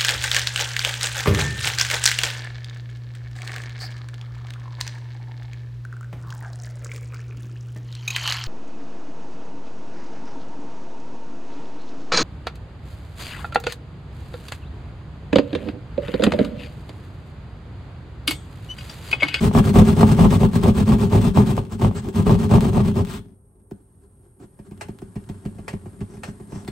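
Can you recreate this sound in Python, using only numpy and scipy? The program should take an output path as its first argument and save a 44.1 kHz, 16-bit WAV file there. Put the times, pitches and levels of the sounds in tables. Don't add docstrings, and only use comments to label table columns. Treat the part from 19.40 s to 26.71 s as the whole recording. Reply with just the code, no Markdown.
import sys
import numpy as np
from scipy import signal
from scipy.fft import rfft, irfft
from scipy.io import wavfile
from scipy.ndimage import uniform_filter1d

SR = 44100
rng = np.random.default_rng(int(sys.argv[2]) if len(sys.argv) > 2 else 0)


def store_pcm(level_fs):
    pcm = np.round(np.clip(level_fs, -1, 1) * 32767).astype(np.int16)
    wavfile.write(sys.argv[1], SR, np.atleast_2d(pcm).T)


N = 322371
TIME = np.arange(N) / SR
RING_SIZE = 2 ** 14

# start in seconds, length in seconds, force in relative dB.
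STROKES = [(-.015, .115, -13.5), (.126, .094, -10.5), (.223, .101, -16), (.328, .108, -7.5),
           (.435, .113, -14.5), (.544, .123, -13), (.654, .109, -14), (.757, .128, -10), (.886, .098, -13),
           (.981, .099, -15), (1.116, .087, -16.5), (1.205, .12, -12.5), (1.339, .107, -15.5),
           (1.451, .125, -13), (1.568, .116, -17.5), (1.691, .121, -13.5), (1.797, .116, -15.5),
           (1.938, .102, -12), (2.041, .106, -17), (2.139, .08, -23), (2.292, .076, -29),
           (2.382, .114, -16.5), (2.525, .087, -28), (2.608, .092, -28), (2.728, .112, -17),
           (2.836, .136, -13), (2.972, .107, -18), (3.085, .108, -10.5), (3.191, .125, -17),
           (3.312, .123, -16), (3.419, .109, -20), (3.535, .1, -17.5)]
# start in seconds, length in seconds,
# then wall boom, tooth crunch and gypsum grit in relative dB.
DRAW_OUT = (3.653, .152, -32, -50, -42)
# time in seconds, strength in relative dB.
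SNAGS = [(.113, -16), (.151, -5), (.177, -11), (.342, -23), (.567, -17), (.358, -12), (.611, -9), (.631, 1),
         (.792, -5), (.853, -7), (1.033, -6), (1.26, -10), (1.732, -11), (1.974, -2), (2.179, -8.5),
         (2.42, -11), (2.447, -7), (2.512, -20.5), (2.867, -12), (2.895, -7), (3.116, -14), (3.154, -9),
         (3.183, -11), (3.379, -12.5), (3.403, -13)]
# time in seconds, strength in relative dB.
SPRAYS = [(.186, -26), (.386, -19.5), (.609, -24), (3.154, -30), (5.89, -45), (7.278, -35)]
# time in seconds, strength in relative dB.
CRUMBS = [(1.818, -17), (2.168, -14), (2.252, -27), (2.688, -17.5), (3.208, -7), (3.650, -16), (5.377, -33),
          (5.588, -25), (5.841, -35), (7.249, -27)]
# start in seconds, length in seconds,
# scratch in relative dB, answer of the board in relative dB.
SCRAPES = [(2.303, .056, -45, -41), (2.549, .061, -38.5, -38), (2.66, .06, -50, -31),
           (4.313, .125, -78, -56), (4.598, .076, -72, -59.5), (4.802, .098, -73.5, -57.5),
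           (4.986, .081, -59.5, -45.5), (5.24, .053, -62, -54), (6.678, .119, -57, -47),
           (6.82, .1, -51, -46.5), (7.082, .17, -51.5, -44)]
# time in seconds, thud in relative dB, knock in relative dB.
BUMPS = [(4.311, -32.5, -25.5), (5.001, -46, -37.5), (5.034, -42, -39), (5.19, -36.5, -36),
         (5.311, -34, -31), (5.485, -29, -26), (5.618, -34, -27), (5.756, -24.5, -34), (5.89, -26, -29),
         (6.052, -22, -32), (6.184, -31, -40), (6.33, -23, -46), (6.457, -34, -35.5), (6.606, -24, -48),
         (6.736, -37, -48), (6.77, -36, -48), (6.879, -27, -42), (6.999, -37, -33), (7.121, -29, -28.5),
         (7.152, -28, -42), (7.278, -29, -24.5)]
# time in seconds, strength in relative dB.
CLACKS = [(5.4112, -18.5), (6.281, -16.5), (6.835, -18.5), (7.277, -27)]
# time in seconds, pressure in relative dB.
LEANING = [(3.85, -41), (3.95, -56), (4.96, -57), (5.35, -44.5), (5.7, -44), (5.9, -39.5), (6.3, -41),
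           (7.31, -40)]
# time in seconds, level in dB.
HISS_LEVEL = [(3.9, -69), (5.8, -62), (7.3, -59.5)]
# time in seconds, left over right in dB.
PLACE = [(3.7, 2), (4.3, .7)]
# frequency in Hz, width in Hz, level in relative dB, left over right in dB.
WALL_MODES = [(46.3, 15.2, -11.5, -0.5), (97.5, 15.8, 5, -0.5), (120, 55, -3, 0), (184, 21.1, 1, 5),
              (197.6, 21.06, 1, 3), (216.2, 16.94, -1.5, -2), (272, 28.5, -8, 2), (385, 89.6, -9.5, 0),
              (425.4, 49.2, -12.5, -2.5), (535, 62, -30.5, 10.5)]

# frequency in Hz, density in relative dB per Hz.
THUD = [(30, -5), (70, -2), (120, -2.5), (200, 7.5), (280, -3), (450, -22.5), (900, -58), (3000, -60)]
KNOCK = [(100, -39.5), (200, -12.5), (270, -2), (340, 2.5), (390, 2.5), (450, -7.5), (580, -22), (760, -16),
         (1000, -26), (1250, -38), (1500, -28), (1900, -43), (3000, -46.5)]
CRUNCH = [(150, -21), (330, 9), (500, 8), (680, 3), (800, 3.5), (950, 0.5), (1050, -2), (1180, -1.5),
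          (1450, -22), (2500, -18.5), (6000, -47.5), (15000, -73)]
GRIT = [(300, -30), (800, 7), (1300, 7), (1800, 2), (2500, 1.5), (3400, 1.2), (4400, -2.3), (5200, -6),
        (6300, -6.5), (7300, -7), (8200, -3.5), (10000, -5), (11200, -6.5), (12500, -11.5), (15700, -9.5)]
CLACK = [(120, -18), (350, 7.5), (800, 8.5), (1200, 1), (1800, 4.5), (2700, 1.5), (3600, -11), (4400, -6),
         (6500, -12), (8500, -7), (11200, -12), (12500, -23), (15700, -28)]
SCRATCH = [(200, -9.5), (450, 1), (800, 7.5), (1600, 3.5), (2400, -6.5), (4500, -8), (6100, -12),
           (8000, -2), (12000, -49), (16000, -30)]
SQUEAK = [(3000, -35), (5300, -2), (6100, 4), (6800, -24), (10000, -29)]
HISS = [(3000, -46), (6000, -25.5), (7500, -18.5), (8600, 13), (11400, 9), (12200, -33), (14000, -26),
        (16000, -27.5)]
RUMBLE = [(20, -13.5), (45, 7.5), (120, 8), (220, -13), (400, -6), (650, -19.5), (850, -18.5), (1500, -31),
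          (3000, -54), (8000, -44)]

# frequency in Hz, level in dB.
REFLECTIONS = [(60, -23), (130, -21), (290, -9), (640, 0.5), (1400, -1), (3100, 1.5), (7000, -2.5)]
# frequency in Hz, left over right in dB.
BALANCE = [(900, -1), (1300, -1), (2400, 1), (4400, 2), (6800, 6.5), (8200, -0.5), (10000, -4)]

# boom, crunch and grit in dB against the force.
PULL, PUSH = (-.5, -14.5, -20.7), (0, -12.5, -23.3)
FORCE_LAW, USUAL_FORCE_DB = (1.0, 1.2, .8), -15
GRIT_DB_PER_S = -1.1
# boom, crunch and grit in seconds.
LAG_S = (.002, .002, -.004)
LEFT_RIGHT = np.array([[.5], [-.5]])


def from_db(db):
    return 10 ** (np.asarray(db) / 20)


def rms_one(x):
    return x / np.sqrt(np.mean(x ** 2) + 1e-20)


def energy_one(x):
    return x / np.sqrt(np.sum(x ** 2))


def at_hz(points, size):
    hz, value = np.transpose(points)
    return np.interp(np.log(np.fft.rfftfreq(size, 1 / SR) + 1), np.log(hz), value)


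def response(spectrum):
    cepstrum = irfft(np.log(from_db(at_hz(spectrum, RING_SIZE))))
    cepstrum[RING_SIZE // 2:] = 0
    cepstrum[1:] *= 2
    return energy_one(irfft(np.exp(rfft(cepstrum))))


def play(force, ring):
    return signal.oaconvolve(force, ring)[:N]


def clicks(times, level_db):
    out = np.zeros(N)
    samples = np.round(times * SR).astype(int)
    out[np.clip(samples, 0, N - 1)] = from_db(level_db)
    return out


def fading(force, t60):
    return signal.lfilter([1], [1, -from_db(-60 / (t60 * SR))], force + 1e-18)


def grains(per_s, spread_db):
    sizes = from_db(spread_db * np.minimum(rng.exponential(1, N), 4))
    signs = rng.choice([-1, 1], N)
    happens = rng.random(N) < per_s / SR
    return rms_one(sizes * signs * happens)


def swing(start, length):
    out = np.zeros(N)
    span = (TIME > start) & (TIME < start + length)
    out[span] = np.sin(np.pi * (TIME[span] - start) / length)
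    return out


def stroke_levels():
    rows = []
    for k, (start, length, force_db) in enumerate(STROKES):
        direction = PUSH if k % 2 else PULL
        extra_force_db = force_db - USUAL_FORCE_DB
        level_db = USUAL_FORCE_DB + np.array(direction) + np.array(FORCE_LAW) * extra_force_db
        boom_db, crunch_db, grit_db = level_db
        rows.append((start, length, boom_db, crunch_db, grit_db + GRIT_DB_PER_S * start))
    return rows + [DRAW_OUT]


def stroke_controls(drag_db=-13.5, drag_t60=1.0):
    shapes = (0.69, 1.3, 0.8)
    speed, levels = np.zeros(N), np.zeros((3, N))
    for start, length, *level_db in stroke_levels():
        speed = np.maximum(speed, swing(start, length))
        for level, db, lag, shape in zip(levels, level_db, LAG_S, shapes):
            stroke = swing(start + lag, length)
            moving = stroke > 0
            stroke_level = from_db(db) * rms_one(stroke[moving] ** shape)
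            level[moving] = np.hypot(level[moving], stroke_level)
    keep = from_db(-60 / (drag_t60 * SR))
    in_kerf = TIME < DRAW_OUT[0] + DRAW_OUT[1]
    drag = from_db(drag_db) * signal.lfilter([1 - keep], [1, -keep], levels) * in_kerf
    return speed, np.hypot(levels, drag)


def sawing(bite_spread_db=3.5, jitter=.35, crumble_t60=0.03, steady_share=0.2, crunch_db=-2.0, grit_db=-2.0):
    speed, (boom, crunch, grit) = stroke_controls()
    unevenness = np.repeat(np.exp(jitter * rng.standard_normal(N // 128 + 1)), 128)[:N]
    teeth_per_s = (78 + 169 * speed) * unevenness
    passing = np.diff(np.floor(np.cumsum(teeth_per_s) / SR), prepend=0)
    bites = passing * from_db(bite_spread_db * rng.standard_normal(N).clip(-2, 2))
    bites /= np.sqrt(uniform_filter1d(bites ** 2, size=2200).clip(0) + 1e-6)
    kicks = bites * rng.choice([-1, 1], N)
    puffs = rms_one(fading(bites, crumble_t60))
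    shedding = np.sqrt(steady_share + (1 - steady_share) * puffs ** 2)
    cracking = (kicks + shedding * grains(3000, spread_db=3.)) / np.sqrt(2)
    dust = shedding * grains(20000, spread_db=2.2)
    return np.array([boom * kicks, from_db(crunch_db) * crunch * cracking, from_db(grit_db) * grit * dust])


def wall_ring(force):
    t, ring = TIME[:RING_SIZE], 0
    for k, (hz, width, level_db, pan_db) in enumerate(WALL_MODES):
        decay = np.exp(-np.pi * width * t)
        mode = (-1) ** k * width * decay * np.cos(2 * np.pi * hz * t)
        ring = ring + mode * from_db(level_db + pan_db * LEFT_RIGHT)
    ring = ring / np.sqrt(np.sum(ring.mean(0) ** 2))
    return np.array([play(force, side) for side in ring])


def level_curve(points):
    return from_db(np.interp(TIME, *np.transpose(points)))


def pressing(rumble_db=-1.0):
    return from_db(rumble_db) * level_curve(LEANING) * grains(570, spread_db=5.0)


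def hiss():
    return level_curve(HISS_LEVEL) * play(rng.standard_normal(N), response(HISS))


def background_rumble(level_db=-55):
    return from_db(level_db) * play(rng.standard_normal(N), response(RUMBLE))


def snags(boom_db=19.5, crunch_db=14.5, grit_db=-33., crumble_t60=.045):
    s, strength_db = np.transpose(SNAGS)
    breaks = clicks(s, strength_db + grit_db) + clicks(*np.transpose(SPRAYS))
    spray = fading(breaks, crumble_t60) * grains(18000, spread_db=1.5)
    return np.array([clicks(s, strength_db + boom_db), clicks(s, strength_db + crunch_db), spray])


def crumbs():
    return clicks(*np.transpose(CRUMBS))


def scrapes(paper_squeak_db=-23, sunk_squeak_db=-9, sunk_s=6.5):
    levels = 0
    for start, length, scratch_db, board_db in SCRAPES:
        squeak_db = scratch_db + (sunk_squeak_db if start > sunk_s else paper_squeak_db)
        levels = levels + np.outer(from_db([scratch_db, board_db, squeak_db]), swing(start, length))
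    return sum(play(level * grains(4000, spread_db=2.5), response(spectrum))
               for level, spectrum in zip(levels, (SCRATCH, KNOCK, SQUEAK)))


def scratching(scratch_db=-22, tip_lands_s=4.31):
    pressure = level_curve(LEANING) * (TIME > tip_lands_s)
    return play(from_db(scratch_db) * pressure * grains(2500, spread_db=0.5), response(SCRATCH))


def bending(spectrum, delay_at_100_hz_s):
    hz = np.fft.rfftfreq(RING_SIZE, 1 / SR)
    phase = 4 * np.pi * delay_at_100_hz_s * 10 * np.sqrt(hz)
    return irfft(rfft(response(spectrum)) * np.exp(-1j * phase))


def bumps(thud_db=25.0, boom_db=26.5, knock_db=21.0, crunch_db=-14.5, scrape_db=-19.5, click_db=-7.,
          travel_s=0.00904, crumble_t60=0.096, paper_pierced_s=4.9):
    full_shove_db, grinding_law = -23, .95
    s, shove_db, rap_db = np.transpose(BUMPS)
    thud = play(clicks(s, shove_db + thud_db), bending(THUD, travel_s))
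    knock = play(clicks(s, rap_db + knock_db), bending(KNOCK, travel_s))
    shove = clicks(s + travel_s, shove_db + boom_db)
    grinding_db = full_shove_db + grinding_law * np.minimum(shove_db - full_shove_db, 0)
    in_gypsum = TIME > paper_pierced_s
    grinding = fading(clicks(s, grinding_db), crumble_t60) * in_gypsum
    crush = from_db(crunch_db) * grinding * grains(2000, spread_db=5)
    steel_scrape = from_db(scrape_db) * grinding * grains(4000, spread_db=0.5)
    steel = steel_scrape + clicks(s, rap_db + click_db)
    return shove, crush, thud + knock + play(steel, response(CLACK))


def clacks(rattle_db=-13.5, rattle_t60=0.11):
    s, strength_db = np.transpose(CLACKS)
    rattle = fading(clicks(s, strength_db + rattle_db), rattle_t60) * grains(3500, spread_db=2)
    return play(2 * clicks(s, strength_db) + rattle, response(CLACK))


def burst(t60):
    return rng.standard_normal(RING_SIZE) * from_db(-60 * TIME[:RING_SIZE] / t60)


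def broad_colour(spectra):
    return np.sqrt(uniform_filter1d(np.abs(spectra) ** 2, size=70))


def evened(spectra):
    return spectra / broad_colour(spectra)


def room(x, early_t60=.05, late_t60=.26, late_db=-17):
    echoes = np.array([rfft(burst(early_t60) + from_db(late_db) * burst(late_t60)) for channel in x])
    paths = evened(1 + from_db(at_hz(REFLECTIONS, RING_SIZE)) * evened(echoes))
    paths /= broad_colour(paths.mean(0))
    paths *= from_db(at_hz(BALANCE, RING_SIZE) * LEFT_RIGHT)
    lead = 4096
    rings = np.roll(irfft(paths), lead, axis=1)
    return signal.oaconvolve(x, rings, axes=1)[:, lead:lead + N]


def scene(wall_db=-1.5, thud_db=-7.5, knock_db=-6.5):
    shove, crush, thuds = bumps()
    boom, crunch, grit = sawing() + snags()
    boom, crunch, grit = boom + shove, crunch + crush, grit + crumbs()
    near = from_db(thud_db) * play(boom, response(THUD)) + from_db(knock_db) * play(crunch, response(KNOCK))
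    wall = wall_ring(from_db(wall_db) * boom + pressing())
    cut = play(crunch, response(CRUNCH)) + play(grit, response(GRIT))
    tip = thuds + clacks() + scratching() + scrapes()
    pan = from_db(np.interp(TIME, *np.transpose(PLACE)) * LEFT_RIGHT)
    return pan * room(near + wall + cut + tip + background_rumble()) + hiss()


def record(dry, low_cut_hz=33, ceiling=0.84, shared_above_hz=8400, right_lead_s=.000279, cutoff_hz=15850):
    x = signal.sosfilt(signal.butter(5, low_cut_hz, "high", fs=SR, output="sos"), dry)
    rounded = x / (1 + (x / ceiling) ** 4) ** (1 / 4)
    left, right = rfft(rounded)
    hz = np.fft.rfftfreq(N, 1 / SR)
    shared = np.clip((hz - shared_above_hz) / 1000 + 1, 0, 1)
    shifted = left * np.exp(2j * np.pi * (hz - shared_above_hz) * right_lead_s)
    right = np.sqrt(1 - shared) * right + np.sqrt(shared) * shifted
    low_pass = np.clip((cutoff_hz - hz) / 200 + .5, 0, 1)
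    return irfft(np.array([left, right]) * low_pass, N)


dry = scene()
out = record(dry)
store_pcm(out)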